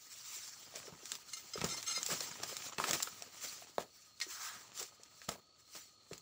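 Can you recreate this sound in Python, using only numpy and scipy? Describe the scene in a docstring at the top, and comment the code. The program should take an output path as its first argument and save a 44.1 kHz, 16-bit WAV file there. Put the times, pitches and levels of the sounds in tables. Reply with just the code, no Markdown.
"""Someone picks a way down a dry, stony forest gully, holding a camera; the sound is nearly mono.
From the start, filtered noise gives still air, insect hiss and the swish of clothes and foliage over litter.
Soon stones knock (damped cosines), leaves crunch (showers of grains), twigs snap (noise bursts) and soil thuds.
A small metal fitting then scrapes and rings (modes driven by tiny slips); later two hard stones clack
(decaying modes) and a sleeve drags over the camera's case (swelling noise)."""
import sys
import numpy as np
from scipy import signal
from scipy.fft import rfft, irfft, next_fast_len
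from scipy.io import wavfile
from scipy.ndimage import uniform_filter1d, map_coordinates

SR = 44100
rng = np.random.default_rng(int(sys.argv[2]) if len(sys.argv) > 2 else 0)


def bounce(signal):
    """Save signal as a 16-bit WAV file at the path given by the first command-line argument."""
    frames = np.transpose(np.atleast_2d(signal))
    limited = np.clip(frames, -1, 1)
    pcm = np.round(limited * 32767).astype(np.int16)
    wavfile.write(sys.argv[1], SR, pcm)


N = 274067

# Relative spectra of the sources: pitch_hz, level_db (per Hz)
FOREST_SPECTRUM = [(20, 1), (45, -0.5), (100, -0.5), (200, -6), (600, -8), (1050, -19), (1250, -2.5),
                   (1500, -29.5), (3500, -10), (7200, -13), (9500, -31), (15000, -40)]
INSECT_SPECTRUM = [(3500, -29.5), (4100, 22), (4400, 35), (4750, -15), (5100, -27), (6100, -3), (6700, -10),
                   (7250, -10), (8300, -17), (11000, -36)]
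SWISH_SPECTRUM = [(100, -17), (400, -50), (900, -15.5), (1700, -10.5), (3500, -8), (6000, -1), (6700, -5.5),
                  (7300, 0.5), (8600, -12.5), (13700, -24), (15000, -5), (15500, -10), (16000, -12)]
LITTER_SPECTRUM = [(40, -41), (100, 4.5), (200, 2.5), (600, 1.5), (1000, 2), (1600, -2), (3000, -0.5),
                   (5000, -8.5), (7400, 1.5), (9000, -41), (15000, -43)]
CRISP_SPECTRUM = [(50, -28), (150, 0.5), (600, 1), (1700, -1.5), (4000, -2), (6000, -1.5), (7500, 1),
                  (8800, -11), (13500, -19), (15200, -3), (16000, -12.5)]
# Cloth and foliage brushing past, one stroke per move of an arm or leg: peak_s, level_db, rise_s, fall_s
LIMB_STROKES = [(.32, -49.5, 0.3, 0.36), (0.778, -53, 0.056, 0.12), (1.1, -51, 0.084, 0.12),
                (1.33, -55.5, 0.095, .2), (1.7, -52.5, 0.34, 0.46), (2.15, -43.5, 0.19, 0.22),
                (2.5, -48.5, .08, .18), (2.66, -48.5, 0.075, 0.049), (2.95, -49, 0.075, 0.27),
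                (3.46, -47.5, 0.1, 0.18), (4.03, -63, 0.18, 0.11), (4.29, -51, 0.033, 0.23),
                (4.45, -48.5, 0.16, 0.14), (4.798, -45.5, 0.035, 0.069), (5.24, -60.5, 0.18, 0.081),
                (5.6, -63, .025, 0.032), (5.77, -55, 0.079, 0.11), (6.14, -62.5, 0.082, 0.066)]
# How hard the feet work the litter: time_s, level_db
FOOT_EFFORT = [(0.0, -78.5), (0.59, -71.5), (0.79, -67.5), (1.26, -74), (1.52, -68.5), (1.69, -60.5),
               (2.0, -63.5), (2.13, -59), (2.65, -60), (2.99, -64.5), (3.11, -65.5), (3.65, -65),
               (3.87, -91), (4.24, -84), (4.41, -75), (4.57, -68), (5.6, -84.5), (6.21, -82)]
# Shoes and loose stones knocking: start_s, peak_db, pitch_hz
STONE_KNOCKS = [(0.738, -46.5, 660), (.768, -45.5, 637), (.877, -44.5, 425), (1.554, -36.5, 450),
                (1.574, -35, 1290), (1.638, -29.5, 390), (1.974, -40, 540), (2.087, -40, 490),
                (2.208, -38.5, 520), (2.434, -41, 790), (2.784, -31.5, 876), (2.798, -23.5, 1160),
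                (2.84, -20, 1300), (2.904, -32, 587), (3.071, -33, 1380), (3.219, -43.5, 665),
                (3.7804, -20.5, 580), (4.264, -48.5, 344), (4.811, -44.5, 465), (4.995, -56, 450),
                (5.289, -33, 640), (5.314, -47, 510), (5.352, -45.5, 635), (6.11, -39.5, 400)]
# A sole crushing leaf litter: start_s, level_db (rms before the press shapes it), length_s
LEAF_CRUSHES = [(0.748, -51, 0.025), (1.115, -55.5, 0.048), (1.64, -43.5, 0.036), (2.097, -37.5, 0.049),
                (2.43, -40.5, 0.01), (2.774, -44.5, 0.16), (2.866, -37.5, 0.049), (2.928, -34.5, 0.031),
                (3.437, -48.5, 0.029), (3.79, -49.5, 0.041), (4.787, -48.5, 0.04), (5.286, -38.5, 0.0093),
                (5.302, -49, 0.041), (5.746, -51, 0.035)]
# Twigs and leaf stalks breaking: start_s, level_db, pitch_hz
TWIG_SNAPS = [(.7572, -29, 5340), (1.055, -30.5, 6100), (1.1176, -18, 5500), (1.152, -27, 4900),
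              (1.6083, -28.5, 2980), (1.6136, -24, 1570), (1.6428, -20, 5500), (1.8271, -28.5, 5700),
              (2.029, -20, 6860), (2.0619, -20.5, 6600), (2.2048, -23.5, 4700), (2.4341, -21, 5140),
              (2.5665, -23, 6340), (2.6214, -30.5, 2260), (2.7817, -22, 2380), (2.8384, -22.5, 2500),
              (2.8913, -23, 5500), (2.9088, -12.5, 5160), (2.9309, -16.5, 4020), (3.0013, -26.5, 1590),
              (3.0239, -21, 7600), (3.0278, -14.5, 7200), (3.2216, -28, 6370), (3.7802, -34, 2220),
              (4.2008, -29, 4870), (4.774, -34, 5230), (4.796, -29, 7450), (4.827, -28.5, 7060),
              (5.0328, -37.5, 6000), (5.2157, -38, 1950), (5.29, -23, 5570), (6.131, -32, 3900),
              (6.1784, -35, 7500)]
# Weight landing on the soil: start_s, peak_db
SOIL_TREADS = [(0.922, -44.5), (1.578, -38.5), (1.615, -35), (1.640, -30), (2.125, -42), (2.782, -37.5),
               (2.9, -40), (2.933, -36.5), (3.781, -40), (5.283, -36), (6.118, -43)]
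# A metal fitting sliding on its ring: start_s, level_db, length_s
METAL_SLIDES = [(1.282, -56.5, 0.019), (1.332, -43, 0.0052), (1.366, -50, 0.016), (1.535, -43, 0.0037),
                (1.69, -42.5, 0.055), (1.765, -44.5, 0.017), (1.863, -40, 0.066), (1.934, -38, 0.054),
                (2.054, -66, 0.021)]
# Modes of the fitting: pitch_hz, level_db
METAL_MODES = [(1346, -9), (1787, -21.5), (2099, -10), (2385, -17), (2875, -7.5), (3149, -10.5), (3700, -8),
               (4097, -6), (4190, -3), (5023, -5.5), (5351, -0.5), (6094, 0), (6395, -3.5), (6638, -28),
               (6820, -3), (7600, -8), (7924, -8), (9275, -14.5), (10740, -18), (14917, -11)]
# One hard stone striking another: start_s, level_db
STONE_CLACKS = [(4.2138, -22.5), (4.2215, -29)]
# Modes of the stone: pitch_hz, level_db, t60_s
STONE_MODES = [(1320, -30, 0.019), (1895, 7.5, 0.069), (2100, 11, 0.046), (4200, 14, 0.045),
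               (4500, 5, 0.068), (4550, 15.5, 0.029), (4800, -7, 0.045), (5030, 11, 0.021),
               (5770, -10, .06), (5900, 2, 0.15), (7900, 3, 0.038)]
# A sleeve dragging over the camera's case: middle_s, rms_db, half_length_s (to 1/e)
SLEEVE_RUBS = [(4.456, -53, 0.12)]
# Decay of the echo from trunks and banks: pitch_hz, t60_s
ECHO_DECAY = [(150, 0.29), (1200, 0.14), (6000, 0.054), (14000, 0.3)]

T = np.arange(SR // 3) / SR  # clock of one short event, s
TOP_HZ = 15700  # nothing passes above this
INSECT_DRIFT, INSECT_DRIFTS_PER_S = .022, 9  # pitch wander as a share; random knots a second
STROKE_DROP_DB = 12  # lost over one rise or fall time
CRUNCH_DB = 5  # crunch over the foot effort
SETTLE_DB, SETTLE_DB_PER_S = -16, 182  # settling litter: level relative to the tread; decay
TICK_DB, TICK_SPREAD_DB = 6, 10  # weakest leaf flick over the crunch; strongest over weakest
PEBBLE_HZ, PEBBLE_RANGE = 352, 2.85  # lowest pitch; ratio of highest to lowest
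PEBBLE_DB, PEBBLE_SPREAD_DB = 6.5, 8  # weakest peak over the crunch; strongest over weakest
KNOCK_T60_S, KNOCK_HARD_DB = 0.054, -25  # base decay of a light knock; strength that halves it
KNOCK_HZ = 540  # pitch at which that base decay holds
SNAP_T60_S, SNAP_HARD_DB = 0.02, -12  # main decay of a light snap; strength that halves it


def amp(db):
    """Decibels are logarithmic: 20 dB is a tenfold gain."""
    return 10 ** (np.asarray(db) / 20)


def unit(x):
    """Power normalisation: scale to rms 1."""
    return x / np.sqrt(np.mean(x ** 2) + 1e-20)


def peaked(x):
    """Peak normalisation: scale to peak 1."""
    return x / (np.abs(x).max() + 1e-20)


def along(points, hz):
    """Interpolation of (Hz, value) points on a log frequency axis."""
    f, v = np.transpose(points)
    return np.interp(np.log(hz + 1), np.log(f + 1), v)


def fade(t60):
    """Exponential damping: 60 dB lost in t60 seconds."""
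    return np.exp(-np.log(1000) * T / max(t60, 1e-3))


def wobble(rate):
    """Slow modulation: a smooth random curve with rate knots a second."""
    knots = rng.standard_normal(int(N * rate / SR) + 4)
    return map_coordinates(knots, [np.arange(N) * rate / SR])


def coloured(x, gain):
    """Minimum-phase filtering: the cepstrum of a gain curve, folded to be causal."""
    m = 2 * next_fast_len(len(x) // 2 + 4096)
    cepstrum = irfft(np.log(np.maximum(gain(np.fft.rfftfreq(m, 1 / SR)), 1e-6)), m)
    cepstrum[1:m // 2] *= 2
    cepstrum[m // 2 + 1:] = 0
    return irfft(rfft(x, m) * np.exp(rfft(cepstrum)), m)[:len(x)]


def shaped(x, spectrum):
    """Spectral shaping by a table, at rms 1."""
    return unit(coloured(x, lambda hz: amp(along(spectrum, hz))))


def hump(hz, centre_hz, q):
    """Resonance: the gain of a damped oscillator about its centre."""
    return 1 / np.sqrt(1 + (q * (hz / centre_hz - centre_hz / (hz + 1))) ** 2)


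def ripple(hz, depth_db, knot_hz):
    """Random resonances of leaves, stalks and stones, spaced evenly in the root of frequency."""
    knots = rng.standard_normal(256)
    place = np.sqrt(hz / max(knot_hz, 20))
    return amp(depth_db * map_coordinates(knots, [place], mode="mirror"))


def add(track, s, sound):
    """Superposition: mix a sound into the track at time s."""
    part = track[max(round(s * SR), 0):][:len(sound)]
    part += sound[:len(part)]


def grains(size, rate, spread_db):
    """Impulsive fracture: tiny breaks at random times with widely spread sizes, rms 1."""
    sizes = amp(spread_db * np.minimum(rng.standard_exponential(size), 4))
    broken = rng.random(size) < rate / SR
    return unit(broken * sizes * rng.standard_normal(size))


def patchy(x, depth_db, size):
    """Shifting contact: gains vary smoothly at random over time and frequency as different leaves touch."""
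    z = signal.stft(x, nperseg=512)[2]
    field = rng.standard_normal(z.shape)
    for axis in (0, 1):
        field = uniform_filter1d(field, size, axis)
    return unit(signal.istft(z * amp(depth_db * unit(field)), nperseg=512)[1][:N])


def cut_short(t60, over_db):
    """Energy-dependent damping: the harder the blow, the shorter the decay."""
    return t60 / (1 + amp(over_db) ** 2)


def forest():
    """Ambient noise: still air and three far insect groups, each wandering in pitch on its own."""
    air = amp(-72) * shaped(rng.standard_normal(N), FOREST_SPECTRUM)
    chorus = np.zeros(N)
    for _ in range(3):
        hiss = shaped(rng.standard_normal(N), INSECT_SPECTRUM)
        clock = np.cumsum(1 + INSECT_DRIFT * wobble(INSECT_DRIFTS_PER_S))
        chorus += map_coordinates(hiss, [clock], mode="mirror")
    return air + amp(-71.0 + 0.95 * wobble(3.4)) * unit(chorus)


def rustle():
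    """Friction and fracture: cloth and foliage hiss finely, litter gives way in coarser clumps."""
    swish_db, crunch_db = stroke_level(), crunch_level()
    fibres = rng.standard_normal(N) + amp(-9) * grains(N, rate=900, spread_db=1)
    brushing = patchy(shaped(fibres, SWISH_SPECTRUM), depth_db=2.64, size=5)
    swish = amp(swish_db + 2.34 + 1.87 * wobble(45)) * brushing
    clumps = grains(N, rate=2200, spread_db=2.8) * amp(2.6 * wobble(70))
    crunch = amp(crunch_db) * patchy(shaped(clumps, LITTER_SPECTRUM), depth_db=2.2, size=4)
    return swish + crunch + ticks(crunch_db) + pebbles(crunch_db)


def stroke_level():
    """Power summation: strokes swell and die evenly in dB, and overlaps add in power."""
    t = np.arange(N) / SR
    power = np.zeros(N)
    for s, db, rise, fall in LIMB_STROKES:
        away = np.maximum((s - t) / max(rise, .01), (t - s) / max(fall, .01))
        power += amp(db - STROKE_DROP_DB * away) ** 2
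    return 10 * np.log10(power + 1e-20)


def crunch_level():
    """Work and relaxation: litter crunches as hard as the feet work it and settles after each tread."""
    effort_db = np.interp(np.arange(N) / SR, *np.transpose(FOOT_EFFORT))
    power = amp(effort_db + CRUNCH_DB) ** 2
    for s, db in SOIL_TREADS:
        add(power, s, amp(db + SETTLE_DB - SETTLE_DB_PER_S * T) ** 2)
    return 10 * np.log10(power + 1e-20)


def ticks(crunch_db):
    """Damped bursts: single dry leaves flick, louder the more the litter is disturbed."""
    track = np.zeros(N)
    for when, pitch, strength in rng.random((150, 3)):
        centre_hz = 1400 * 5.5 ** pitch
        burst = rng.standard_normal(len(T)) * fade(.014)
        flick = coloured(burst, lambda hz: hump(hz, centre_hz, q=1.8) * amp(along(CRISP_SPECTRUM, hz)))
        db = crunch_db[int(when * N)] + TICK_DB + TICK_SPREAD_DB * strength ** 2
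        add(track, when * N / SR, amp(db) * peaked(flick))
    return track


def pebbles(crunch_db):
    """Random impact: small stones shift, louder the more the litter is disturbed."""
    track = np.zeros(N)
    for when, pitch, strength in rng.random((45, 3)):
        db = crunch_db[int(when * N)] + PEBBLE_DB + PEBBLE_SPREAD_DB * strength
        add(track, when * N / SR, amp(db) * knock(PEBBLE_HZ * PEBBLE_RANGE ** pitch, KNOCK_T60_S))
    return track


def knock(centre_hz, t60):
    """Heavy damping: a stone in soil knocks for a few cycles and grinds a little; high ones die sooner."""
    t60 = t60 * np.sqrt(KNOCK_HZ / centre_hz)
    blow = np.cos(2 * np.pi * centre_hz * T) * fade(0.47 * t60)
    contact = coloured(blow, lambda hz: hump(hz, centre_hz, q=0.89))
    grit = rng.standard_normal(len(T)) * fade(1.45 * t60)
    grind = coloured(grit, lambda hz: hump(hz, centre_hz, q=1.05) * ripple(hz, depth_db=3.5, knot_hz=20))
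    return peaked(peaked(contact) + amp(-2) * peaked(grind))


def knocks():
    """Impact: shoes strike the larger stones, and harder blows end sooner."""
    track = np.zeros(N)
    for s, db, centre_hz in STONE_KNOCKS:
        t60 = cut_short(KNOCK_T60_S, db - KNOCK_HARD_DB)
        add(track, s + .002, amp(db) * knock(centre_hz, t60))
    return track


def crushes():
    """Cascading fracture: a press breaks a shower of dry leaves, rising fast, then thinning out."""
    track = np.zeros(N)
    for s, db, length in LEAF_CRUSHES:
        u = T / max(length, .003)
        press = peaked((1 - np.exp(-u / 0.13)) * np.exp(-u ** 2.8))
        breaks = grains(len(T), rate=6500, spread_db=1.5)
        shower = coloured(breaks, lambda hz: ripple(hz, depth_db=1.0, knot_hz=22.2))
        add(track, s, amp(db) * press * shaped(shower, CRISP_SPECTRUM))
    return track


def snaps():
    """Sudden release of strain: a stalk cracks around its own pitch and the leaves about it shiver on."""
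    track = np.zeros(N)
    for s, db, centre_hz in TWIG_SNAPS:
        t60 = cut_short(SNAP_T60_S, db - SNAP_HARD_DB)
        decay = fade(t60) + amp(2) * fade(0.005) + amp(-14.5) * fade(6 * t60)  # body, crack, shiver
        burst = rng.standard_normal(len(T)) * decay

        def stalk(hz):
            colour = hump(hz, centre_hz, q=1.0) * amp(along(CRISP_SPECTRUM, hz))
            return colour * ripple(hz, depth_db=1.0, knot_hz=23.84)

        add(track, s + 0.001147, amp(db - 2.5) * peaked(coloured(burst, stalk)))
    return track


def treads():
    """Damped compliance: soil takes weight with a soft push, at a new pitch each time, and a rumble."""
    track = np.zeros(N)
    for s, db in SOIL_TREADS:
        push_hz = 175 * np.exp(rng.normal(0, 0.038))
        push = np.sin(2 * np.pi * push_hz * T) * fade(0.029)
        noise = rng.standard_normal(len(T)) * fade(0.12)
        rumble = coloured(noise, lambda hz: hump(hz, centre_hz=161, q=0.24) ** 2)
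        add(track, s + 0.00226, amp(db) * peaked(peaked(push) + amp(-9) * peaked(rumble)))
    return track


def jingles():
    """Slip-driven modal ringing: tiny slips of metal on metal keep its modes ringing unevenly."""
    track = np.zeros(N)
    for s, db, length in METAL_SLIDES:
        ring = np.zeros(len(T))
        for hz, level in METAL_MODES:
            ring += amp(level + rng.normal(0, 3.1)) * np.sin(2 * np.pi * (hz * T + rng.random()))
        slips = grains(len(T), rate=4000, spread_db=1.5) * (T < max(length, .003))
        song = signal.fftconvolve(slips, ring * fade(0.074))[:len(T)]
        add(track, s, amp(db + 11.5) * peaked(song))
    return track


def clacks():
    """Modal impact: a hard stone chatters on another, ringing briefly over a gritty crack."""
    track = np.zeros(N)
    for s, db in STONE_CLACKS:
        ring = np.zeros(len(T))
        for hz, level, t60 in STONE_MODES:
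            mode = np.sin(2 * np.pi * (hz * T + rng.random())) * fade(t60)
            ring += amp(level + rng.normal(0, 2.4)) * mode
        noise = rng.standard_normal(len(T)) * fade(0.14)
        grit = coloured(noise, lambda hz: hump(hz, centre_hz=4700, q=1) * amp(along(CRISP_SPECTRUM, hz)))
        clack = peaked(ring) + amp(-5) * peaked(grit)
        add(track, s, amp(db - 0.5) * peaked(clack))
    return track


def rubs():
    """Sliding friction: cloth on the case swells and fades with a hollow hiss."""
    t = np.arange(N) / SR
    stroke = sum(amp(db) * np.exp(-((t - s) / length) ** 2) for s, db, length in SLEEVE_RUBS)
    hiss = coloured(rng.standard_normal(N), lambda hz: hump(hz, centre_hz=1390, q=1.0) ** 2)
    return stroke * unit(hiss)


def trees(x):
    """Diffuse scattering: trunks and banks return a faint echo, its decay varying with frequency."""
    hz, t, z = signal.stft(rng.standard_normal(SR // 2), SR, nperseg=256)
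    decay = np.exp(-np.log(1000) * t / along(ECHO_DECAY, hz)[:, None])
    tail = signal.istft(z * decay, SR, nperseg=256)[1]
    return signal.fftconvolve(x, tail / np.linalg.norm(tail))[:N]


def scene():
    """Superposition: near sounds over the forest; a faint echo, opposite in sign, parts the channels."""
    near = knocks() + crushes() + snaps() + treads() + jingles() + clacks() + rubs()
    mid = near + amp(-7.5) * trees(near) + rustle() + forest()
    side = amp(-34) * trees(mid)
    return np.array([mid + side, mid - side])


def record(dry):
    """Resonance and band limits: the camera's case adds one hollow mode; deep bass and top treble are cut."""
    lean = signal.sosfilt(signal.butter(4, 66, "highpass", fs=SR, output="sos"), dry)
    m = next_fast_len(N + SR // 2)
    hz = np.fft.rfftfreq(m, 1 / SR)
    case_hz, width_hz, lift = 1255, 70, 1.1  # lift: gain added at the centre
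    case = 1 + lift * 1j * hz * width_hz / (case_hz ** 2 - hz ** 2 + 1j * hz * width_hz)
    return irfft(rfft(lean, m) * case * (hz < TOP_HZ), m)[:, :N]


dry = scene()
out = record(dry)
bounce(out)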